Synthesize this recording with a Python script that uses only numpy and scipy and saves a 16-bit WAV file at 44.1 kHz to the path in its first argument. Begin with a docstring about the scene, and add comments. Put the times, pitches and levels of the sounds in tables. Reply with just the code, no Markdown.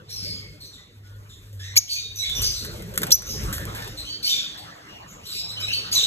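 """Six seconds among small caged parrots in a hard-walled bird room, on a moving phone with two microphone ports.
From the start a wavering hum, a low rumble and rustle (sine and coloured noise) swell as the phone is carried
about, and distant birds call: harmonic whistles with sparse echoes and a trailing hiss. After a second, claws
and husks tick on cage wire as noise bursts through resonators; near 1.8 and 3.1 s a chirp sweeps up close by.
A thin steady tone sets in at 3.9 s and fades."""
import sys
import numpy as np
from scipy import signal
from scipy.fft import rfft, irfft, next_fast_len
from scipy.io import wavfile
from scipy.ndimage import uniform_filter1d

SR = 44100
rng = np.random.default_rng(int(sys.argv[2]) if len(sys.argv) > 2 else 0)


def makeup_ratio(level_db):
    """Linear amplitude ratio for a level in decibels (20 dB per factor of ten)."""
    decades = np.asarray(level_db, float) / 20
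    return 10 ** decades


def unload_audio(sound):
    """Save the sound as a 16-bit wav file, at the path given as the first command line argument."""
    columns = np.transpose(np.atleast_2d(sound))
    # keep every value between -1 and 1, then stretch to whole-number steps
    steps = np.round(np.clip(columns, -1, 1) * 32767)
    wavfile.write(sys.argv[1], SR, steps.astype(np.int16))


N = 267422


def evened(x):
    """Scales to rms 1."""
    return x / np.sqrt(np.mean(x ** 2) + 1e-20)


def read(points, hz):
    """Reads a spectrum on a log-frequency axis."""
    f, value = np.transpose(points)
    return np.interp(np.log(hz + 1), np.log(f + 1), value)


def add(mix, s, sound):
    """Mixes a sound in at s seconds."""
    part = mix[round(s * SR):][:len(sound)]
    part += sound[:len(part)]


def slow(count, span):
    """Smooth random wander of rms 1 that changes over span seconds."""
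    size = max(round(span * SR), 1)
    once = uniform_filter1d(rng.standard_normal(count), size)
    return evened(uniform_filter1d(once, size))


def noise(spectrum, patchy_db):
    """Two unrelated channels of coloured noise, rms 1, with patches that drift in time and frequency."""
    frames, hz = N // 256 + 5, np.fft.rfftfreq(1024, 1 / SR)
    z = rng.standard_normal((frames, 513, 5)).T
    patches = evened(uniform_filter1d(uniform_filter1d(z[4], 10, 0), 8, 1))
    gain = makeup_ratio(read(spectrum, hz)[:, None] + patchy_db * patches)
    bins = (z[:2] + 1j * z[2:4]) * gain
    return evened(signal.istft(bins, nperseg=1024, noverlap=768)[1][:, :N])


def handling(count):
    """Fingers shifting on the phone: short dull grains of scattered pitch and size."""
    out, t = np.zeros(N), np.arange(1500) / SR
    for hz in np.geomspace(170, 600, count):
        struck = rng.random(N) < 9 / SR  # nine grains a second at each pitch
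        sizes = makeup_ratio(2.26 * np.minimum(rng.exponential(1, N), 4)) * struck
        grain = np.sin(2 * np.pi * hz * t) * t * hz * np.exp(-t * hz / 4.7)
        out += signal.oaconvolve(sizes, grain)[:N]
    return evened(out)


def distant_notes():
    """All far notes as (start s, length s, first Hz, last Hz, level dB, harshness); held ones sag in pitch."""
    # Held notes. Each row: start in seconds, length in seconds, pitch in Hz, level in dB, harshness 0-1.
    held = [(0.073, 0.045, 3710, -57, 0.56), (0.087, 0.072, 4140, -44.5, 0.58),
            (0.096, 0.06, 5730, -41, 0.66), (0.155, 0.064, 5250, -37, 0.68), (0.219, 0.11, 4400, -42, 0.68),
            (0.223, 0.12, 5010, -39, .45), (0.229, 0.14, 2233, -51.5, 0.57), (0.314, 0.084, 3294, -54, 0.8),
            (0.4, 0.082, 2170, -51, 0.37), (0.601, 0.066, 4350, -45, 0.64),
            (0.646, 0.042, 6180, -52.5, 0.72), (0.723, 0.048, 3694, -49.5, 0.67),
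            (0.773, 0.046, 2000, -53.5, 0.4), (1.031, 0.12, 1466, -52, 0), (1.289, 0.062, 3580, -53, 0.89),
            (1.609, 0.09, 3755, -68, 0.66), (1.625, 0.052, 6200, -51, 0.29), (1.876, 0.022, 3180, -40, 1),
            (1.912, 0.055, 6390, -35, .65), (1.956, 0.025, 2450, -35.5, 0.23), (1.97, 0.11, 3750, -43, 0),
            (2.155, 0.058, 6050, -35.5, 0.68), (2.224, 0.035, 2170, -36, 0.78),
            (2.246, 0.075, 3550, -30, 0.14), (2.347, 0.053, 5870, -31.5, 0.45),
            (2.356, 0.068, 2976, -41, 0.25), (2.418, 0.071, 6134, -29, 0.26),
            (2.423, 0.061, 4950, -27, 0.88), (2.53, 0.087, 4190, -38.5, .85),
            (3.257, 0.076, 6360, -36.5, .8), (3.288, 0.059, 5200, -37.5, .75),
            (3.817, 0.019, 1800, -26, 0.34), (4.045, 0.072, 3074, -41.5, 0.61),
            (4.086, 0.054, 4494, -36.5, 0.16), (4.245, 0.091, 5850, -34.5, .85),
            (4.259, 0.035, 3070, -28, 0.28), (4.331, 0.042, 2545, -38.5, 1), (4.368, 0.04, 3403, -31, 0.1),
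            (4.571, 0.034, 4340, -45.5, 0.99), (4.881, 0.098, 2838, -50.5, 0.43),
            (5.074, 0.081, 6840, -52.5, 1), (5.231, 0.039, 3010, -51, 0.94), (5.335, 0.05, 2574, -43.5, 1),
            (5.361, 0.052, 3880, -36, 0.73), (5.377, 0.051, 5100, -34.5, .15),
            (5.562, 0.033, 3040, -33.5, 0.08), (5.598, 0.031, 5320, -38, 0.6),
            (5.6, 0.026, 2360, -37, 0.93), (5.623, 0.038, 3910, -31, 0.3), (5.665, 0.02, 5350, -44, 0.3),
            (5.712, 0.036, 3070, -34, 0.2), (5.912, 0.027, 4560, -26, 0.81),
            (5.924, 0.034, 3070, -40, 0.88), (5.995, 0.037, 3050, -31.5, 1), (6.026, 0.03, 3850, -20, 0.45)]
    # Gliding notes. Each row: start and length in seconds, first and last pitch in Hz, level in dB, harshness 0-1.
    gliding = [(1.592, 0.14, 1657, 2058, -44, 0.89), (1.891, 0.057, 4660, 4380, -28, 0.5),
               (2.185, 0.056, 4035, 3823, -30.5, 0.3), (3.971, 0.056, 4273, 4094, -37, 0.62),
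               (4.226, 0.07, 4335, 4640, -27, 0.5), (4.288, 0.061, 3765, 3530, -24.5, 0.38),
               (5.253, 0.078, 3940, 3760, -41.5, 1), (5.31, 0.07, 4420, 4740, -37, 0.9),
               (5.481, 0.052, 3984, 4134, -38.5, 0.55), (5.674, 0.048, 2468, 3010, -30.5, 0.36),
               (5.712, 0.019, 6420, 6200, -35, 0), (5.727, 0.035, 4500, 4446, -24, 0.34),
               (5.923, 0.044, 6750, 5900, -25.5, 0.78), (5.949, 0.055, 4130, 3550, -20.5, 0.38)]
    sag_per_s = 0.1195  # share of the pitch lost a second
    sagging = [(s, length, hz, hz * (1 - sag_per_s * length), db, harsh) for s, length, hz, db, harsh in held]
    return sagging + gliding


def flock_hiss(high):
    """A broad hiss that swells after each distant note and hangs in the room, and rides on the high rustle."""
    # Colour of the hiss. Each row: frequency in Hz, relative level in dB.
    hiss = [(1200, -41.5), (2500, 9), (4200, 12.5), (6300, 8.5), (8000, 1.5), (10500, -4.5), (12300, -1),
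            (14000, -21), (16000, -23)]
    over_note_db, over_rustle_db = -10.5, -3
    rise_s, fall_s = 0.021, 0.073  # time constants of the power
    power, t = np.zeros(N), np.arange(SR) / SR
    swell = (1 - np.exp(-t / rise_s)) * np.exp(-t / fall_s)
    for s, length, _, _, db, _ in distant_notes():
        add(power, s, makeup_ratio(2 * (db + over_note_db)) * length / 0.065 * swell)  # longer notes leave more
    power += (makeup_ratio(over_rustle_db) * high) ** 2
    return np.sqrt(power) * noise(hiss, 4.7)


def background():
    """Lumpy rumble, frequency-wavering hum, thin tone, rustle and hiss, each on its own slow level."""
    # Swells as the phone is carried. Each row: time in seconds, rumble level in dB, low rustle level in dB.
    rustle = [(0.0, -60, -47), (0.17, -55, -56), (0.24, -42, -43), (0.89, -58.5, -60), (0.93, -53, -57),
              (1.69, -46.5, -58.5), (1.74, -53, -54.5), (1.89, -52, -61.5), (2.13, -44.5, -56),
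              (2.21, -53, -60.5), (2.39, -26, -42.5), (2.56, -37, -49.5), (2.75, -36.5, -36.5),
              (2.97, -41.5, -41.5), (3.02, -39, -33), (3.24, -41, -47), (3.36, -33, -37), (3.56, -33, -40),
              (3.88, -42, -42), (3.98, -41.5, -50), (4.08, -51, -53), (4.59, -58.5, -53.5),
              (5.6, -49.5, -51.5), (6.06, -54, -47)]
    # High rustle. Each row: time in seconds, level in dB before the lift in the mix.
    high_rustle = [(0.0, -63), (0.79, -69.5), (1.72, -68), (1.74, -57), (2.01, -73), (2.45, -52.5),
                   (2.48, -67.5), (2.7, -54), (2.92, -56.5), (3.0, -55), (3.04, -45), (3.05, -51),
                   (3.07, -47.5), (3.14, -54.5), (3.8, -46.5), (4.1, -60), (4.69, -52.5), (5.35, -61),
                   (5.77, -53), (6.06, -51.5)]
    # Hum strength. Each row: time in seconds, level in dB.
    hum_level = [(0.0, -62), (0.2, -46), (0.91, -65.5), (0.96, -51), (1.18, -42.5), (1.4, -59),
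                 (1.55, -38.5), (1.77, -42), (1.89, -59.5), (2.19, -46.5), (2.3, -63), (2.34, -48),
                 (2.77, -52.5), (3.12, -45), (3.16, -52), (3.7, -41.5), (4.39, -65.5), (5.32, -62),
                 (5.65, -44), (5.91, -59), (5.99, -51), (6.06, -80)]
    # Hum pitch before its waver. Each row: time in seconds, pitch in Hz.
    hum_pitch = [(0, 101), (2.3, 99.46), (3.3, 108), (3.8, 108.1), (5.4, 105), (6.06, 105.6)]
    # Colours of rumble, low rustle and high rustle. Each row: frequency in Hz, relative level in dB per Hz.
    rumble_colour = [(15, -60), (28, -30), (40, -9), (50, -3.5), (75, -15.5), (90, -9.5), (130, -27),
                     (300, -41)]
    low_colour = [(60, -45), (110, 8.5), (160, 13), (250, -18.5), (420, 3), (580, -7), (750, -28),
                  (1500, -47)]
    high_colour = [(300, -18), (700, 1.5), (1300, -0.5), (2000, -3), (3000, -6.5), (5000, -13.5),
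                   (9000, -25.5)]

    t = np.arange(N) / SR
    s, *levels = np.transpose(rustle)
    rumble, low = (makeup_ratio(np.interp(t, s, c)) for c in levels)
    high, hum = (makeup_ratio(np.interp(t, *np.transpose(curve))) for curve in (high_rustle, hum_level))
    rumble = rumble * makeup_ratio(1.5 * slow(N, 0.043))  # lumps
    hum_hz = np.interp(t, *np.transpose(hum_pitch)) + 2.39 * slow(N, 0.036)
    tone = np.sqrt(2) * hum * np.sin(2 * np.pi * np.cumsum(hum_hz) / SR)

    since = t - 3.9  # seconds since the thin tone set in
    thin_db = -57.5 - 8.5 * since + 0.5 * slow(N, 0.046)  # fades 8.5 dB a second, wavers slightly
    thin = np.sqrt(2) * makeup_ratio(thin_db) * np.clip(since / 0.049, 0, 1) * np.sin(2 * np.pi * 303 * t)

    low_part = low * (0.9 * noise(low_colour, 2.4) + 0.47 * handling(count=12))
    high_part = makeup_ratio(8.5) * high * noise(high_colour, 4.56)
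    return tone + thin + rumble * noise(rumble_colour, 1.7) + low_part + high_part + flock_hiss(high)


def syrinx(hz, overtone_db, rough, shake, flutter):
    """A harmonic whistle through the beak; roughness shakes and bends its pitch, the membrane flutters its strength."""
    # Response of the beak. Each row: frequency in Hz, gain in dB.
    beak = [(1500, -9), (2500, 0.5), (6500, 0), (8500, -4.5), (10500, -8), (12200, 0), (13500, -8.5),
            (16000, -33)]
    hz = hz * (1 + rough * (shake * slow(len(hz), .0004) + .045 * slow(len(hz), .008)))
    turns = 2 * np.pi * (np.cumsum(hz) / SR + rng.random())
    tone = np.zeros(len(hz))
    for k in range(1, 7):
        gain = makeup_ratio(overtone_db * (k - 1) + read(beak, abs(k * hz)))
        tone += gain * np.sin(k * turns + k * k)
    return np.sqrt(2) * tone * (1 + flutter * slow(len(hz), 0.0011))


def echo(x, early_s):
    """Sparse reflections, other ones in each channel, building up over early_s; each band dies at its own speed."""
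    # Decay of the hard-walled room. Each row: frequency in Hz, t60 in seconds.
    walls = [(1500, 0.33), (3000, 0.62), (6000, 0.5), (12000, 0.28)]
    taps = np.zeros((2, SR))
    at = np.arange(40, SR - 20, 20) + rng.integers(0, 20, (2, (SR - 41) // 20))
    np.put_along_axis(taps, at, rng.choice([-1., 1.], at.shape), 1)
    hz, t, z = signal.stft(taps, SR, nperseg=128)
    fall = makeup_ratio(-60 * t / read(walls, hz)[:, None]) * (1 - np.exp(-t / early_s))
    tail = signal.istft(z * fall, SR, nperseg=128)[1]
    return signal.fftconvolve(x[None], tail / np.linalg.norm(tail[0]), axes=1)[:, :N]


def far_birds():
    """Each note starts with a rasp and a quick upward scoop, then holds or glides; three cage rows echo apart."""
    # Colour of the opening rasp. Each row: frequency in Hz, relative level in dB per Hz.
    rasp_colour = [(1200, -67), (2200, -0.5), (3300, -1.5), (5500, 3.5), (7000, -10), (10000, -4),
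                   (12500, -5.5), (15000, -38)]
    pure_db, harsh_db = -29, -3.5  # step from overtone to overtone of a pure and of a harsh note
    rows, rasp = np.zeros((3, N)), np.zeros(N)
    for k, (s, length, hz0, hz1, db, harsh) in enumerate(distant_notes()):
        t = np.arange(round(length * SR)) / SR
        scoop = 1 - .06 * np.exp(-t / .004)
        hz = (hz0 + (hz1 - hz0) * t / t[-1]) * scoop
        swell = makeup_ratio(db) * (1 - np.exp(-t / .005)) * np.minimum((t[-1] - t) / .012, 1)
        overtone_db = pure_db + (harsh_db - pure_db) * harsh ** 0.45
        rough = 1.081 * harsh ** 1.356
        add(rows[k % 3], s, swell * syrinx(hz, overtone_db, rough, .045, .45))
        add(rasp, s, (.15 + harsh) * swell * np.exp(-t / .045))
    rows[0] += makeup_ratio(-3.5) * rasp * noise(rasp_colour, 1.2)[0]
    return makeup_ratio(-2.0) * rows.sum(0) + makeup_ratio(1.0) * sum(echo(row, 0.0019) for row in rows)


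def wire_ticks():
    """A snap, then a short rattle, coloured by the broad rings of the wire; the two lowest rings are the thud."""
    # Ticks. Each row: start in seconds, relative level in dB, dull thud against the bright part in dB, t60 in seconds.
    ticks = [(1.0723, -51, -9, 0.051), (1.16, -53, -5, 0.06), (1.528, -46.5, -27, 0.43),
             (2.2952, -27.5, -25, 0.077), (2.4177, -15.5, -36, 0.11), (2.517, -27.5, -24, 0.13),
             (2.6478, -26.5, -5, 0.1), (2.822, -32, -10, 0.061), (2.9386, -32, 0, 0.095),
             (2.957, -27, -16, 0.052), (2.9764, -10.5, -6.5, 0.046), (3.0178, -19.5, -2.5, 0.036),
             (3.0318, -13.5, 0, 0.046), (3.0678, -23, -2.5, 0.05), (3.22, -28.5, -3, 0.058),
             (3.434, -31, -16, 0.1), (3.527, -20.5, -10, 0.28), (3.581, -28.5, 4.5, 0.03),
             (3.653, -25, -19.5, 0.025), (3.7484, -31.5, 2.5, 0.39), (3.8452, -36, 2, 0.051),
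             (3.8755, -30.5, -19, 0.069), (5.5974, -40, -10, 0.06)]
    # Rings of the wire. Each row: frequency in Hz, width in Hz, relative level in dB.
    wire = [(950, 1100, -3), (1580, 900, 4.5), (3100, 350, -7.5), (6500, 15500, -4.5), (9400, 1900, -8.5),
            (12600, 2000, -9)]
    out, t = np.zeros(N), np.arange(5000) / SR
    for s, db, thud_db, t60 in ticks:
        snap_and_rattle = np.exp(-t / .001) + .75 * makeup_ratio(-60 * t / t60)
        rattle = rng.standard_normal(len(t)) * snap_and_rattle * (1 - np.exp(-t / .0004))
        for k, (hz, width, ring_db) in enumerate(wire):
            ring = signal.lfilter(*signal.iirpeak(hz, hz / width, SR), rattle)
            add(out, s, makeup_ratio(db + ring_db + thud_db * (k < 2) - 2) * ring)
    return out + makeup_ratio(-11.0) * echo(out, 0.0013)


def cage(x):
    """A few strong reflections from the tray and walls close by, then the room."""
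    # Nearest reflections; the opposite channel has each sooner and louder. Each row: delay in seconds, level in dB.
    reflections = [(.0021, -5), (.0037, -7), (.0056, -10), (.0083, -14), (.012, -18)]
    out = np.array([x, x])
    for k, (delay, db) in enumerate(reflections):
        out[k % 2] += makeup_ratio(db) * np.roll(x, round(delay * SR))
        out[1 - k % 2] += makeup_ratio(db + 5.5) * np.roll(x, round(0.82 * delay * SR))
    return out + makeup_ratio(-14.5) * echo(x, 0.00071)


def near_birds():
    """Short sweeping chirps, mostly direct, with the cage and room behind them."""
    # One table a close chirp, a tick and a low croak that whips up into a whistle.
    # Each row: time in seconds, pitch in Hz, level in dB, roughness from 0 to about 1.
    chirps = [
        [(1.758, 2556, -25, 1.1), (1.760, 2416, -32, 1.11), (1.763, 2200, -36, 0.77), (1.7650, 2226, -15, 0.06),
         (1.771, 2290, -13.5, 0.1), (1.7725, 2715, -18, .4), (1.775, 5120, -6.5, 0.08),
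         (1.779, 6680, -10.5, 0.04), (1.787, 6450, -16.5, 0.26), (1.790, 6100, -25, .3)],
        [(3.106, 3460, -23, 0.7), (3.108, 3380, -20, .7), (3.111, 3100, -33, 0.77), (3.114, 3100, -36, 0.77),
         (3.117, 3530, -15.5, 0.55), (3.120, 4260, -11, 0.15), (3.123, 5660, -4, 0.2),
         (3.128, 6030, -12.5, 0.31), (3.134, 5695, -17.5, 0.12), (3.149, 6080, -16, 0.02),
         (3.157, 5970, -26, 0.3)],
    ]
    close = np.zeros(N)
    for rows in chirps:
        s, *columns = np.transpose(rows)
        t = np.arange(s[0], s[-1], 1 / SR)
        hz, db, rough = (np.interp(t, s, c) for c in columns)
        # overtone step in dB: all croak below 3770 Hz, all whistle above 5230 Hz
        overtone_db = np.interp(hz, [3770, 5230], [-0.5, -7])
        strength = np.sqrt(sum(makeup_ratio(2 * k * overtone_db) for k in range(4)))
        voice = syrinx(hz, overtone_db, rough, 0.136, 0.13) / strength
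        add(close, s[0], makeup_ratio(db) * voice)
    return cage(close)


def scene():
    """All sources, as two unlike views of the room."""
    return background() + far_birds() + wire_ticks() + near_birds()


def roll_off(x):
    """The treble ends steeply here."""
    return signal.sosfilt(signal.butter(12, 14090, fs=SR, output="sos"), x)


def record(dry):
    """The phone: gain ducks after loud sound, microphones roll off, ports share sound out of phase."""
    # The two ports. Each row: frequency in Hz, likeness 0-1, lead of the left port in radians.
    port_table = [(0, .95, 0), (250, .85, -.2), (430, .68, -.2), (600, .6, -1.4), (750, .65, -3.1),
                  (1030, .6, -3.6), (1650, .3, -5.3), (2200, .5, -3.6), (2900, .55, -3.5), (3900, .5, -4.7),
                  (4600, .8, -3.5), (5300, .75, -3), (5990, .55, -1.3), (6700, .95, -.1), (7400, .98, 0),
                  (8400, .55, 1.6), (9300, .99, 3.1), (10200, .99, 3.2), (11150, .6, 5.1),
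                  (11900, .96, 6.1), (13200, .9, 6.6), (13900, .7, 9.1), (15600, .95, 9.4)]
    power_db = 10 * np.log10(abs(uniform_filter1d((dry ** 2).mean(0), 300)) + 1e-12)
    fall = np.arange(N) * 60. / SR  # the held peak level falls 60 dB a second
    held_db = np.maximum.accumulate(power_db + fall) - fall
    over_db = np.maximum(held_db + 20.5, 0)
    ducked = dry / makeup_ratio(0.23 * uniform_filter1d(over_db, 300, origin=149))  # averages the past only
    ducked = signal.sosfilt(signal.butter(3, 14000, fs=SR, output="sos"), ducked)  # top of the microphone
    ducked = signal.sosfilt(signal.butter(5, 38, "high", fs=SR, output="sos"), ducked)  # and its bottom

    size = next_fast_len(N + 4096)
    f, same, lead = np.transpose(port_table)
    hz = np.fft.rfftfreq(size, 1 / SR)
    same = np.interp(hz, f, same)
    turn = np.exp(.5j * np.interp(hz, f, lead))  # half the lead on each port
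    a, b = rfft(ducked, size)
    middle = (a + b) / 2 * np.sqrt(1 + same)
    side = (a - b) / 2 * np.sqrt(1 - same)  # alike ports keep little of what differs between the two views
    ports = irfft(np.array([(middle + side) * turn, (middle - side) / turn]), size)[:, :N]
    return roll_off(np.clip(ports, -.88, .88))  # a ceiling keeps the loudest peaks within range


dry = scene()
out = record(dry)
unload_audio(out)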